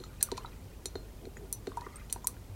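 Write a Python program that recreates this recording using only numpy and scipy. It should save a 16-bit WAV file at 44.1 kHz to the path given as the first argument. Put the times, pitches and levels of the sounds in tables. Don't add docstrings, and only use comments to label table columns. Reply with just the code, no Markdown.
import sys
import numpy as np
from scipy import signal
from scipy.fft import rfft, irfft
from scipy.io import wavfile
from scipy.ndimage import uniform_filter1d

SR = 44100
rng = np.random.default_rng(int(sys.argv[2]) if len(sys.argv) > 2 else 0)


def wav_out(sig):
    wavfile.write(sys.argv[1], SR, np.round(np.clip(np.atleast_2d(sig).T, -1, 1) * 32767).astype(np.int16))


N = 112454
T = np.arange(N) / SR
RING_T = T[:SR // 4]
FIZZ_PER_S = 900


def amp(db):
    return 10 ** (np.asarray(db) / 20)


def read(points, hz):
    f, value = np.transpose(points)
    return np.interp(np.log(hz + 1), np.log(f + 1), value)


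def evened(x, size=None):
    return x / np.sqrt(np.sum(x ** 2) / (size or len(x)) + 1e-20)


def add(mix, s, sound):
    part = mix[max(round(s * SR), 0):][:len(sound)]
    part += sound[:len(part)]


def clinks():
    # t/s, tick level/dB over 5 ms, contact cut-off f/Hz, ring level/dB over 10 ms
    taps = [(0.001, -83, 3270, -55), (0.038, -63, 3700, -49.5), (0.2277, -19, 14700, -37),
            (0.3168, -39.5, 3900, -48), (0.857, -35.5, 6270, -38.5), (0.9553, -42, 1800, -45.5),
            (1.254, -56, 2400, -57), (1.5273, -29.5, 15600, -41.5), (1.671, -43, 2560, -48.5),
            (1.7713, -52, 7300, -58), (1.8099, -53, 4180, -77), (2.1, -52, 5750, -59),
            (2.1071, -59, 4940, -56.5), (2.1266, -27, 12000, -45.5), (2.1604, -46, 1540, -65),
            (2.2715, -23.5, 13800, -40.5)]
    chatter_s, chatter_db = .0014, 10
    out, t = np.zeros(N), T[:600]
    for s, tick_db, cut_hz, ring_db in taps:
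        buzz = rng.standard_normal(len(t)) * np.exp(-t / chatter_s)
        force = amp(chatter_db) * evened(buzz, size=1)
        force[0] += 1
        add(out, s, amp(tick_db) * evened(tick(cut_hz, force), size=220))
        add(out, s, amp(ring_db) * evened(glass(cut_hz), size=440))
    return out


def tick(cut_hz, force, size=2048):
    # f/Hz, relative level/dB
    colour = [(150, -15), (500, -25.5), (2000, -23.5), (3400, -24), (4230, -8), (5200, -19), (5800, -6.5),
              (6400, -10.5), (8200, -2.5), (8700, 3.5), (10000, -3.5), (11000, 2), (12100, -11),
              (13300, -5), (14300, -5), (14900, -7), (16800, -6)]
    hz = abs(np.fft.fftfreq(size, 1 / SR))
    push = np.fft.fft(force, size)
    wanted = amp(read(colour, hz)) * contact(hz, cut_hz)
    push_level = abs(push) + .3 * abs(push).mean()
    log_gain = np.log(wanted / push_level + 1e-6)
    response = np.exp(np.conj(signal.hilbert(log_gain)))
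    return np.fft.ifft(push * response).real[:size // 2]


def contact(hz, cut_hz):
    return 1 / np.sqrt(1 + (hz / cut_hz) ** 7.53)


def glass(cut_hz):
    # base f/Hz, relative level/dB on the wall, on the rim, time to fade 60 dB/s
    jar_modes = [(3760, -12, -13, .06), (4195, -2, -16, .1), (4130, -3, 0, .035), (5940, -8, 2, .08),
                 (6950, -3, -10, .06), (7340, -2, -14, .07), (8600, -10, -4, .035), (9539, -19, 2, .07),
                 (10450, -17, -9, .06), (10970, -15, -8, .07), (11220, -1, -4, .08), (13400, -7, -9, .05)]
    wall_cut_hz, rim_cut_hz = 2500, 12000
    ring_reach = 1.5
    waver_db, waver_s = 2.5, .008
    detune = .002
    rim = np.clip((cut_hz - wall_cut_hz) / (rim_cut_hz - wall_cut_hz), 0, 1)
    hz, wall_db, rim_db, t60 = np.transpose(jar_modes)
    db = (1 - rim) * wall_db + rim * rim_db
    db = db + 20 * np.log10(contact(hz, ring_reach * cut_hz))
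    waver = evened(uniform_filter1d(rng.standard_normal(len(RING_T)), round(waver_s * SR)))
    shifted_hz = hz * (1 + detune * rng.standard_normal(len(hz)))
    return amp(waver_db * waver) * ring(zip(shifted_hz, db, t60))


def ring(modes):
    out = np.zeros(len(RING_T))
    for hz, db, t60 in modes:
        fade = np.exp(-np.log(1000) * RING_T / t60)
        out += amp(db) * fade * np.sin(2 * np.pi * hz * RING_T)
    return out


def scrapes():
    # t/s, length/s, level/dB averaged over the length
    slides = [(0.203, 0.015, -46), (0.369, 0.014, -44.5)]
    slips_per_s, cut_hz, ring_db = 3500, 4270, -6
    out = np.zeros(N)
    slip = evened(glass(cut_hz), size=1) * amp(ring_db)
    add(slip, 0, evened(tick(cut_hz, [1]), size=1))
    for s, length, db in slides:
        n = min(round(length * SR), 2048)
        slips = rng.random(n) < slips_per_s / SR
        strength = rng.random(n) - .5
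        force = slips * strength * np.sqrt(np.hanning(n))
        add(out, s, amp(db) * evened(signal.fftconvolve(force, slip), size=n))
    return out


def thumps():
    # t/s, level/dB over 10 ms
    knocks = [(0.321, -33.5), (0.856, -44.5), (0.955, -36.5), (1.269, -43), (1.674, -34.5), (1.866, -45.5),
              (2.158, -52)]
    # t/s, length/s, level/dB averaged over the length
    rubs = [(0, 0.015, -48), (1.203, 0.075, -55), (1.349, 0.14, -54.5)]
    # f/Hz, relative level/dB, time to fade 60 dB/s
    table_modes = [(278, -8, .045), (392, 0, .04), (440, -2, .03), (620, -5, .022)]
    rise_s = 0.0047
    out = np.zeros(N)
    knock = evened(ring(table_modes) * (1 - np.exp(-RING_T / rise_s)), size=440)
    for s, db in knocks:
        add(out, s, amp(db) * knock)
    for s, length, db in rubs:
        n = min(round(length * SR), len(RING_T))
        friction = rng.standard_normal(n) * np.sqrt(np.hanning(n))
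        add(out, s, amp(db) * evened(signal.fftconvolve(friction, knock), size=n))
    return out


def water(count=24):
    # t/s, fizz level/dB (rms)
    stirring = [(0, -67), (.17, -64.5), (.3, -63), (.45, -61.5), (.6, -69), (1.6, -70.5), (1.72, -63.5),
                (1.9, -65.5), (2.02, -60.5), (2.08, -69.5), (2.28, -68), (2.54, -70)]
    # t/s, starting f/Hz, peak level/dB of the tone, fade to a third/cycles
    plops = [(0.038, 1283, -43, 4.4), (0.21, 1680, -45, 12), (0.2876, 1153, -39.5, 5.2),
             (0.317, 927, -37.5, 6.5), (0.379, 1024, -31.5, 4), (0.3803, 2330, -47, 6.5),
             (0.4464, 930, -37, 3.3), (0.4471, 1302, -36.5, 4.2), (0.4597, 3890, -43, 18),
             (1.369, 1810, -36, 1.5), (1.37, 6860, -47, 34), (1.718, 1120, -38.5, 4.7),
             (1.7717, 934, -28, 7.2), (1.864, 1840, -44.5, 4.4), (1.8169, 966, -38, 4.9),
             (1.8664, 1135, -33.5, 3), (1.9583, 8560, -37, 17), (1.997, 2060, -52, 8.4),
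             (1.967, 8700, -39, 17), (2.0976, 3020, -40, 2), (2.1607, 936, -36, 2.4),
             (2.2434, 990, -37.5, 6.3), (2.245, 6980, -35.5, 16), (2.285, 1144, -45.5, 7),
             (2.367, 1640, -50.5, 3.6)]
    low_hz, high_hz, tilt_db = 1201, 8130, 0.5
    fizz = np.zeros(N)
    for hz in np.geomspace(low_hz, high_hz, count):
        births = rng.random(N) < FIZZ_PER_S / count / SR
        strength = amp(3.6 * np.minimum(rng.exponential(1, N), 3))
        pitch_gain = amp(tilt_db * np.log2(hz / low_hz))
        fizz += pitch_gain * signal.oaconvolve(births * strength, bubble(hz, cycles=11.6))[:N]
    out = evened(fizz) * amp(np.interp(T, *np.transpose(stirring)))
    for s, hz, db, cycles in plops:
        add(out, s, amp(db) * bubble(hz, cycles))
    return out


def bubble(hz, cycles, size=3000):
    glide_per_s = 0.5
    splash_db, splash_octaves = -17, 0.69
    t, f = T[:size], np.fft.rfftfreq(size, 1 / SR)
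    turns = hz * t * (1 + glide_per_s * t / 2)
    near_pitch = np.exp(-(np.log2((f + 1) / hz) / splash_octaves) ** 2)
    spatter = evened(irfft(rfft(rng.standard_normal(size)) * near_pitch, size))
    return swell(turns, cycles) * (np.sin(2 * np.pi * turns) + amp(splash_db) * spatter)


def swell(turns, cycles):
    rise_cycles = 1.0
    shape = (1 - np.exp(-(turns / rise_cycles) ** 2)) * np.exp(-turns / cycles)
    return shape / shape.max()


def swirl():
    # t/s, lower resonance f/Hz, level/dB of that resonance
    hollow = [(1.79, 980, -67), (1.85, 1210, -59), (1.92, 1150, -65.5), (1.971, 1287, -58),
              (2.03, 1706, -68), (2.07, 1810, -80)]
    width_hz, upper = 173, 1.672
    s, hz, db = np.transpose(hollow)
    out, r = np.zeros(N), np.exp(-np.pi * width_hz / SR)
    for multiple in (1, upper):
        turn = np.exp(2j * np.pi * np.cumsum(multiple * np.interp(T, s, hz)) / SR)
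        pops = (rng.random(N) < FIZZ_PER_S / SR) * rng.standard_normal(N)
        smoothed = signal.lfilter([1], np.poly([r, r]), pops / turn)
        out += evened((turn * smoothed).real) / multiple
    return out * amp(np.interp(T, s, db)) * (T > s[0]) * (T < s[-1])


def room(x):
    # f/Hz, time to fade 60 dB/s
    tail_fade = [(200, 0.75), (2000, 0.34), (9000, 0.14), (15000, 0.21)]
    early_db, early_s, tail_db = -9, .0045, -15
    early, late = rng.standard_normal((2, len(RING_T)))
    early = evened(early * (RING_T > .001) * np.exp(-RING_T / early_s), size=1)
    hz, t, z = signal.stft(late * (RING_T > .005), SR, nperseg=256)
    fade = np.exp(-np.log(1000) * t / read(tail_fade, hz)[:, None])
    tail = signal.istft(z * fade, SR, nperseg=256)[1][:len(RING_T)]
    echoes = amp(early_db) * early + amp(tail_db) * evened(tail, size=1)
    return x + signal.fftconvolve(x, echoes)[:N]


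def background():
    # f/Hz, relative level/dB per Hz
    floor_colour = [(12, -40), (20, -6), (98, -3), (127, -8.5), (172, -12), (499, -19.5), (718, -25.5),
                    (780, -23.5), (1090, -29), (1530, -37), (2080, -35.5), (2670, -37), (14300, -39.5),
                    (16000, -43)]
    # f/Hz, rms level/dB
    hum = [(50, -53.5), (100, -78)]
    # t/s, length/s, f/Hz, peak level/dB
    sways = [(0.61, 0.094, 98, -41), (1.561, 0.059, 100.6, -42), (2.479, 0.081, 99.6, -39.5)]
    floor_db = -49.5
    colour = amp(read(floor_colour, np.fft.rfftfreq(N, 1 / SR)))
    noise = irfft(rfft(rng.standard_normal(N)) * colour, N)
    out = amp(floor_db) * evened(noise)
    for hz, db in hum:
        out += amp(db) * evened(np.sin(2 * np.pi * (hz * T + rng.random())))
    for s, length, hz, db in sways:
        t = T[:round(length * SR)]
        add(out, s, amp(db) * np.sin(np.pi * t / length) * np.sin(2 * np.pi * hz * t))
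    return out


def scene():
    wet = room(clinks() + scrapes() + thumps() + water() + swirl())
    return (wet + background())[None]


def record(dry):
    edge_hz = 16100
    low_pass = signal.firwin(255, edge_hz, window=("kaiser", 9), fs=SR)
    return signal.oaconvolve(dry, low_pass[None], "same")


dry = scene()
out = record(dry)
wav_out(out)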